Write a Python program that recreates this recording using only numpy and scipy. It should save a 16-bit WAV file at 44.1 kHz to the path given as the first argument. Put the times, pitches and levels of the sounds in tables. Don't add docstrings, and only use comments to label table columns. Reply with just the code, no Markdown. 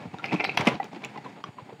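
import sys
import numpy as np
from scipy import signal
from scipy.fft import rfft, irfft, next_fast_len
from scipy.io import wavfile
from scipy.ndimage import map_coordinates

SR = 44100
rng = np.random.default_rng(int(sys.argv[2]) if len(sys.argv) > 2 else 0)


def file_out(sig):
    cols = np.atleast_2d(sig).T
    lim = np.clip(cols, -1, 1)
    pcm = np.round(lim * 32767).astype(np.int16)
    wavfile.write(sys.argv[1], SR, pcm)


N = 79380
TIME_S = np.arange(N) / SR
HIT_S = np.arange(4096) / SR


def amp(db):
    return 10 ** (np.asarray(db) / 20)


def unit(x):
    return x / np.sqrt(np.mean(x ** 2) + 1e-20)


def unit_hit(x):
    return x / np.sqrt(np.sum(x ** 2) / (SR / 100) + 1e-20)


def along(points, hz):
    point_hz, values = np.transpose(points)
    return np.interp(np.log(hz + 1), np.log(point_hz + 1), values)


def level(points):
    return amp(np.interp(TIME_S, *np.transpose(points)))


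def flicker(depth_db, rate_hz):
    knots = rng.standard_normal(N // 10)
    return amp(depth_db * map_coordinates(knots, [TIME_S * rate_hz]))


def colour(x, db_of_hz):
    size = 2 * next_fast_len(len(x))
    cepstrum = irfft(np.log(amp(db_of_hz(np.fft.rfftfreq(size, 1 / SR)))), size)
    cepstrum[1:size // 2] *= 2
    cepstrum[size // 2 + 1:] = 0
    return irfft(rfft(x, size) * np.exp(rfft(cepstrum)), size)[:len(x)]


def noise(spectrum):
    size = next_fast_len(N)
    gain = amp(along(spectrum, np.fft.rfftfreq(size, 1 / SR)))
    return unit(irfft(rfft(rng.standard_normal(size)) * gain, size)[:N])


def fade(t60_s, attack_s, t=HIT_S):
    return np.exp(-np.log(1000) * t / t60_s) * (1 - np.exp(-t / attack_s))


def burst(db_of_hz, t60_s, attack_s):
    return unit_hit(colour(rng.standard_normal(len(HIT_S)) * fade(t60_s, attack_s), db_of_hz))


def ring(modes, attack_s, pitch=1):
    out = 0
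    for k, (hz, db, t60_s) in enumerate(modes):
        gain = (-1) ** k * amp(db + rng.normal(0, 1.14))
        detuned_hz = hz * pitch * (1 + rng.normal(0, 0.012))
        out += gain * np.sin(2 * np.pi * detuned_hz * HIT_S) * fade(t60_s, attack_s)
    return unit_hit(out)


def add(track, start_s, sound):
    part = track[max(round(start_s * SR), 0):][:len(sound)]
    part += sound[:len(part)]


def contacts(rows, modes, crack, crack_db, crack_t60_s, attack_s):
    out = np.zeros(N)
    for start_s, db, db_per_octave, *pitch in rows:
        snap = burst(lambda hz: along(crack, hz), crack_t60_s, attack_s)
        hit = ring(modes, attack_s, *pitch) + amp(crack_db) * snap
        tilted = colour(hit, lambda hz: db_per_octave * np.log2(np.clip(hz, 150, 6000)))
        add(out, start_s, amp(db) * unit_hit(tilted))
    return out


def hiss():
    # frequency in Hz, level in dB.
    spectrum = [(30, 2), (1500, 3), (3000, 5), (4150, -6.5), (4400, 5.5), (4750, 2.5), (5500, -25),
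                (6450, -14), (6850, 4.5), (6980, 2.5), (7200, -11), (7500, -6), (8400, -5), (9100, -10.5),
                (10000, -14), (15500, -19)]
    return amp(-65.5) * noise(spectrum)


def room(x):
    # frequency in Hz, t60 in seconds.
    decay = [(120, 0.07), (500, 0.18), (2500, 0.2), (6000, 0.17), (14000, 0.05)]
    hz, t, bins = signal.stft(rng.standard_normal(SR // 2), SR, nperseg=256)
    bins = bins * np.exp(-np.log(1000) * t / along(decay, hz)[:, None])
    tail = signal.istft(bins, SR, nperseg=256)[1]
    tail = np.pad(tail, (round(0.005 * SR), 0))
    return amp(-15) * signal.fftconvolve(x, tail / np.linalg.norm(tail))[:N]


def basket():
    # time in seconds, level in dB.
    rubs = [(0.018, -42.5), (.235, -44.5), (0.322, -38), (.425, -44), (0.618, -32), (0.732, -33.5),
            (0.84, -40), (0.952, -51), (1.049, -39.5), (1.165, -42), (1.263, -42), (1.38, -44),
            (1.475, -48), (1.596, -44), (1.699, -46)]
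    whirr_envelope = [(0, -41.5), (.085, -48.5), (.11, -49.5), (.17, -48), (.3, -41.5), (.53, -42.5),
                      (.75, -43.5), (.9, -46.5), (1.1, -47.5), (1.3, -47), (1.42, -52), (1.48, -53),
                      (1.55, -52), (1.8, -53)]
    # frequency in Hz, level in dB.
    rub_spectrum = [(60, -31), (130, 2.5), (280, 3.5), (550, -2), (820, 0.5), (1050, -4.5), (1400, -10.5),
                    (2400, -11.5), (3500, -19), (5500, -35), (8000, -45), (15000, -60)]
    whirr_spectrum = [(40, -23), (80, -20), (120, 6.5), (270, 4), (420, -1.5), (560, -5), (850, 1.5),
                      (1100, -9.5), (1450, -10.5), (2200, -8.5), (2900, -16), (3800, -18.5), (5200, -24.5),
                      (6200, -28), (15000, -53)]
    rub_width_s = 0.016
    swells = sum(amp(db) * np.exp(-0.5 * ((TIME_S - peak_s) / rub_width_s) ** 2) for peak_s, db in rubs)
    rub = unit(noise(rub_spectrum) * flicker(depth_db=2.0, rate_hz=260))
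    whirr = unit(noise(whirr_spectrum) * flicker(depth_db=2.37, rate_hz=69.56))
    return swells * rub + level(whirr_envelope) * whirr


def basket_tocks():
    # start in seconds, pitch in Hz, level in dB, overtone in relative dB.
    tocks = [(0.1407, 783, -38, -32), (.1415, 970, -44, -25), (0.194, 1397, -41, -40),
             (0.7992, 793, -24, -11), (1.158, 1005, -39, -12.5), (1.175, 832, -36, -8),
             (1.26, 1023, -38, -33), (1.362, 864, -46, -15), (1.584, 1022, -38, -32),
             (1.692, 706, -58, -31), (1.724, 442, -41.5, -19)]
    overtone_ratio, t60_s, scrape_db = 2.43, 0.028, -15
    out = np.zeros(N)
    for start_s, hz, db, overtone_db in tocks:
        scrape = burst(lambda f: -5 * np.log2((f + 100) / hz) ** 2, t60_s, attack_s=0.0011)
        tone = ring([(hz, 0, t60_s), (hz * overtone_ratio, overtone_db, t60_s)], attack_s=0.0085)
        add(out, start_s, amp(db) * (tone + amp(scrape_db) * scrape))
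    return out


def bowl_thuds():
    # start in seconds, level in dB, tilt in dB per octave, pitch ratio.
    thuds = [(.052, -33, -1, 1.02), (.064, -38, -8, 0.66), (.128, -42.5, 0, 1.09), (.137, -37.5, 1, 0.78),
             (.3235, -24.5, 0.5, 1.23), (.3315, -21.5, 0.5, 1.03), (.339, -22, 1, 1.214),
             (.343, -32, 2, 1.36), (.5935, -27, -6, 0.88), (.606, -27.5, 4.5, 1.08), (.6228, -36, -3, 0.78),
             (.709, -31, 1, 1.8), (.7275, -37.5, 2.5, 0.38), (.7415, -32.5, 2, 1.27),
             (.756, -39.5, 1, 0.97), (.928, -37, 2, 1.13), (.945, -41.5, 3, 0.96), (.962, -37, 1.5, 1.33),
             (1.018, -44, 2.5, 1.33), (1.05, -47, -2, 0.91), (1.18, -41, 1.5, 0.87), (1.4395, -44, 2, 1.2),
             (1.484, -38, -2.5, 0.73), (1.615, -42, -15, 0.71), (1.688, -47.5, -1, 1.7),
             (1.728, -42.5, 1, 0.756)]
    # frequency in Hz, level in dB and, for modes, t60 in seconds.
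    modes = [(163, 0.5, 0.075), (255.5, 1, 0.053), (321, 3, 0.011), (437, -4, 0.011)]
    crack = [(60, -35.5), (110, -15), (170, 5.5), (330, 0), (550, -7), (900, -2.5), (1500, -23),
             (2400, -17.5), (4000, -30), (7000, -42), (15000, -67)]
    return contacts(thuds, modes, crack, crack_db=-3.0, crack_t60_s=0.034, attack_s=0.0045)


def plastic_ticks():
    # start in seconds, level in dB, tilt in dB per octave, pitch ratio.
    ticks = [(.1855, -45, 0, 1.2), (.3402, -41, 3, 0.9), (.655, -48, 22, 0.78), (.7545, -43, 6, 0.78),
             (.8302, -43, 3, 0.78), (.8425, -52.5, 7, 1.09), (.9605, -48.5, 3, 0.83),
             (1.0345, -47, 2.5, 0.57), (1.0395, -42, 7.5, 0.69), (1.0445, -59, 1, 0.7),
             (1.053, -41, 3, 0.7), (1.1755, -50.5, 8, 0.9), (1.2457, -56, 3.5, 1.27),
             (1.4398, -32.5, -1, 1.01)]
    # frequency in Hz, level in dB and, for modes, t60 in seconds.
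    modes = [(1150, 7.5, 0.03), (1940, -6, 0.014), (3137, 4.5, 0.019), (4990, -5.5, 0.019),
             (5860, -10.5, 0.02), (8400, -24, 0.0086)]
    crack = [(150, -16.5), (700, 13), (1150, 21), (1900, 10), (3000, 9.5), (6000, -29), (9000, -46),
             (15000, -54)]
    return contacts(ticks, modes, crack, crack_db=-5.5, crack_t60_s=0.022, attack_s=0.0001)


def lid_scuffs():
    # start in seconds, level in dB, tilt above 2 kHz in dB per octave.
    scuffs = [(0.3290, -50.5, -4.5), (0.843, -49.5, -3), (1.035, -55, -8), (1.0477, -42.5, 1.5),
              (1.051, -47, -4)]
    # frequency in Hz, level in dB.
    spectrum = [(200, 5), (900, -13), (2600, 6), (4500, -5.5), (7200, 2.5), (8400, -15), (10400, -13.5),
                (11700, -28), (15000, -12)]
    out = np.zeros(N)
    for start_s, db, db_per_octave in scuffs:
        scuff = burst(lambda hz: along(spectrum, hz) + db_per_octave * np.log2(np.maximum(hz, 2000)),
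                      t60_s=0.0063, attack_s=0.00022)
        add(out, start_s, amp(db) * scuff)
    return out


def spring():
    # time in seconds, level in dB.
    scrape_envelope = [(.245, -61), (.285, -45.5), (.37, -47), (.43, -39), (.47, -45), (.53, -48),
                       (.57, -62), (.66, -76)]
    # frequency in Hz, level in dB, t60 in seconds.
    coil_modes = [(2260, 0, 0.019), (2500, 1, 0.0085), (2636, -4, 0.027), (4260, -10, .01)]
    # start in seconds, pitch in Hz, level in dB.
    twangs = [(0.284, 2350, -41), (.292, 2390, -39), (0.2974, 2500, -39.5), (0.3107, 2480, -39),
              (0.36, 2510, -36), (0.4005, 2420, -28.5), (0.4674, 2430, -39), (0.494, 2520, -30),
              (0.4997, 2370, -32.5), (0.5171, 2520, -46), (1.0392, 2380, -41), (1.047, 2600, -39.5)]
    slips_per_s = 900
    slips = (rng.random(N) < slips_per_s / SR) * rng.standard_normal(N)
    slips *= flicker(depth_db=5.5, rate_hz=90)
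    scrape = signal.fftconvolve(slips, ring(coil_modes, attack_s=0.0032))[:N]
    out = level(scrape_envelope) * unit(scrape)
    for start_s, hz, db in twangs:
        add(out, start_s, amp(db) * ring([(hz, 0, 0.011)], attack_s=0.0017))
    return out


def shaft():
    # time in seconds, level in dB.
    rasp_envelope = [(.2, -71), (.255, -37.5), (.30, -69), (.335, -41), (.37, -52), (.408, -53), (.43, -50),
                     (.52, -52), (.565, -51.5), (.585, -30.5), (.605, -32), (.635, -42), (.662, -32.5),
                     (.685, -30), (.73, -45), (.78, -65), (.88, -85)]
    # frequency in Hz, level in dB.
    rasp_spectrum = [(100, -4.5), (400, 6.5), (900, 10), (1500, 6), (2500, 3.5), (3300, 2), (4300, -6.5),
                     (6000, -12.5), (7500, -24.5), (11000, -26), (15500, -35)]
    scrape_spectrum = [(1000, -34), (3300, -15), (3950, 20), (4500, 16), (5300, -3), (6200, -21),
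                       (9000, -35), (16000, -53)]
    # start in seconds, pitch in Hz, level in dB.
    squeaks = [(0.4432, 8000, -54.5), (0.456, 11640, -61)]
    grains = rng.standard_normal(N) * flicker(depth_db=3, rate_hz=700)
    out = level(rasp_envelope) * unit(colour(grains, lambda hz: along(rasp_spectrum, hz)))
    scrape_start_s, scrape_db = 0.439, -37
    swell = fade(t60_s=0.24, attack_s=0.0018, t=np.maximum(TIME_S - scrape_start_s, 0))
    out += amp(scrape_db) * swell * noise(scrape_spectrum)
    for start_s, hz, db in squeaks:
        add(out, start_s, amp(db) * ring([(hz, 0, 0.015)], attack_s=0.0007))
    return out


def plunger_rattle():
    # start in seconds, level in dB, tilt in dB per octave.
    rattles = [(.2372, -44, -1), (.2416, -28.5, 3), (.2462, -38, 0), (.2595, -40, 13), (.3195, -32, -2),
               (.3235, -39.5, 4), (.3295, -33.5, 5.5), (.3962, -31.5, -4), (.4012, -30, -2),
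               (.4058, -25.5, 0), (.4102, -30.5, -3), (.4388, -30, -2), (.4428, -28.5, 6.5),
               (.4492, -25, 4), (.4545, -46, -4), (.4905, -30.5, -6.5), (.4945, -33, 10.5),
               (.5520, -55, 19), (.6055, -45, -10), (.6105, -31, 5)]
    # frequency in Hz, level in dB and, for modes, t60 in seconds.
    modes = [(429, -18, 0.14), (771, 3.5, 0.053), (1410, -1.5, 0.02), (2088, 4, 0.024), (2316, 5, 0.02),
             (2680, -1, 0.018), (2870, -26, 0.015), (3840, -31, 0.0048), (5030, -14, 0.013)]
    crack = [(80, -48), (300, 6), (800, 1.5), (1600, -1), (2500, 6.5), (3500, -6.5), (5500, -17),
             (7000, -43.5), (15000, -58)]
    return contacts(rattles, modes, crack, crack_db=-4.5, crack_t60_s=0.013, attack_s=0.00017)


def catch_click():
    # start in seconds, level in dB, tilt in dB per octave.
    clicks = [(.5732, -19.5, 2.5), (.5745, -17, -0.5), (.577, -29, -5)]
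    # frequency in Hz, level in dB and, for modes, t60 in seconds.
    modes = [(710, -6, 0.015), (996, 3, 0.048), (1420, -8.5, 0.013), (1752, 4, 0.02), (2100, 1, 0.026),
             (2590, 2.5, 0.023), (2694, 5, 0.032), (3270, -5, 0.024), (4100, -16, 0.018),
             (4730, -14.5, 0.022), (5830, -7, 0.022), (8950, -21, 0.0099)]
    crack = [(100, -2), (350, -0.5), (750, 9), (1700, 1), (2800, 1), (4000, 2), (6000, -16), (7500, -29.5),
             (13000, -18.5), (16000, -57)]
    return contacts(clicks, modes, crack, crack_db=-11, crack_t60_s=0.017, attack_s=0.00054)


def stop_knock():
    # start in seconds, level in dB, tilt in dB per octave.
    blows = [(.6688, -20.5, -3), (.6722, -18, 1), (.6742, -17, -1.5), (.6785, -22.5, -1.5),
             (.686, -35, 2.5), (.6945, -29, -2)]
    # frequency in Hz, level in dB and, for modes, t60 in seconds.
    modes = [(129.3, -5, 0.15), (255, 6.5, 0.074), (422, 1, 0.042), (588, 3, 0.048), (735, -7, 0.047),
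             (993, -1, 0.13), (1240, 3.5, 0.044), (1690, -11, 0.03), (2077, 5.5, 0.05), (2292, 5.5, 0.084),
             (2515, 5.5, 0.048), (2750, 0, 0.051), (4100, -21, 0.09)]
    crack = [(50, -62), (130, 0.5), (250, 6), (700, 2.5), (1500, -10), (2500, -1.5), (4000, -14.5),
             (6000, -21), (7000, -26.5), (10000, -32.5), (15000, -48)]
    return contacts(blows, modes, crack, crack_db=3.0, crack_t60_s=0.012, attack_s=0.0011)


def scene():
    pump = plunger_rattle() + catch_click() + stop_knock() + shaft() + spring()
    bowl = bowl_thuds() + plastic_ticks() + lid_scuffs()
    spinner = pump + bowl + basket() + basket_tocks()
    return (spinner + room(spinner) + hiss())[None]


def record(dry):
    low_hz, top_hz = 88, 15800
    thin = signal.sosfilt(signal.butter(4, low_hz, "high", fs=SR, output="sos"), dry)
    size = next_fast_len(N + SR // 2)
    in_band = np.fft.rfftfreq(size, 1 / SR) < top_hz
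    return irfft(rfft(thin, size) * in_band, size)[..., :N]


dry = scene()
out = record(dry)
file_out(out)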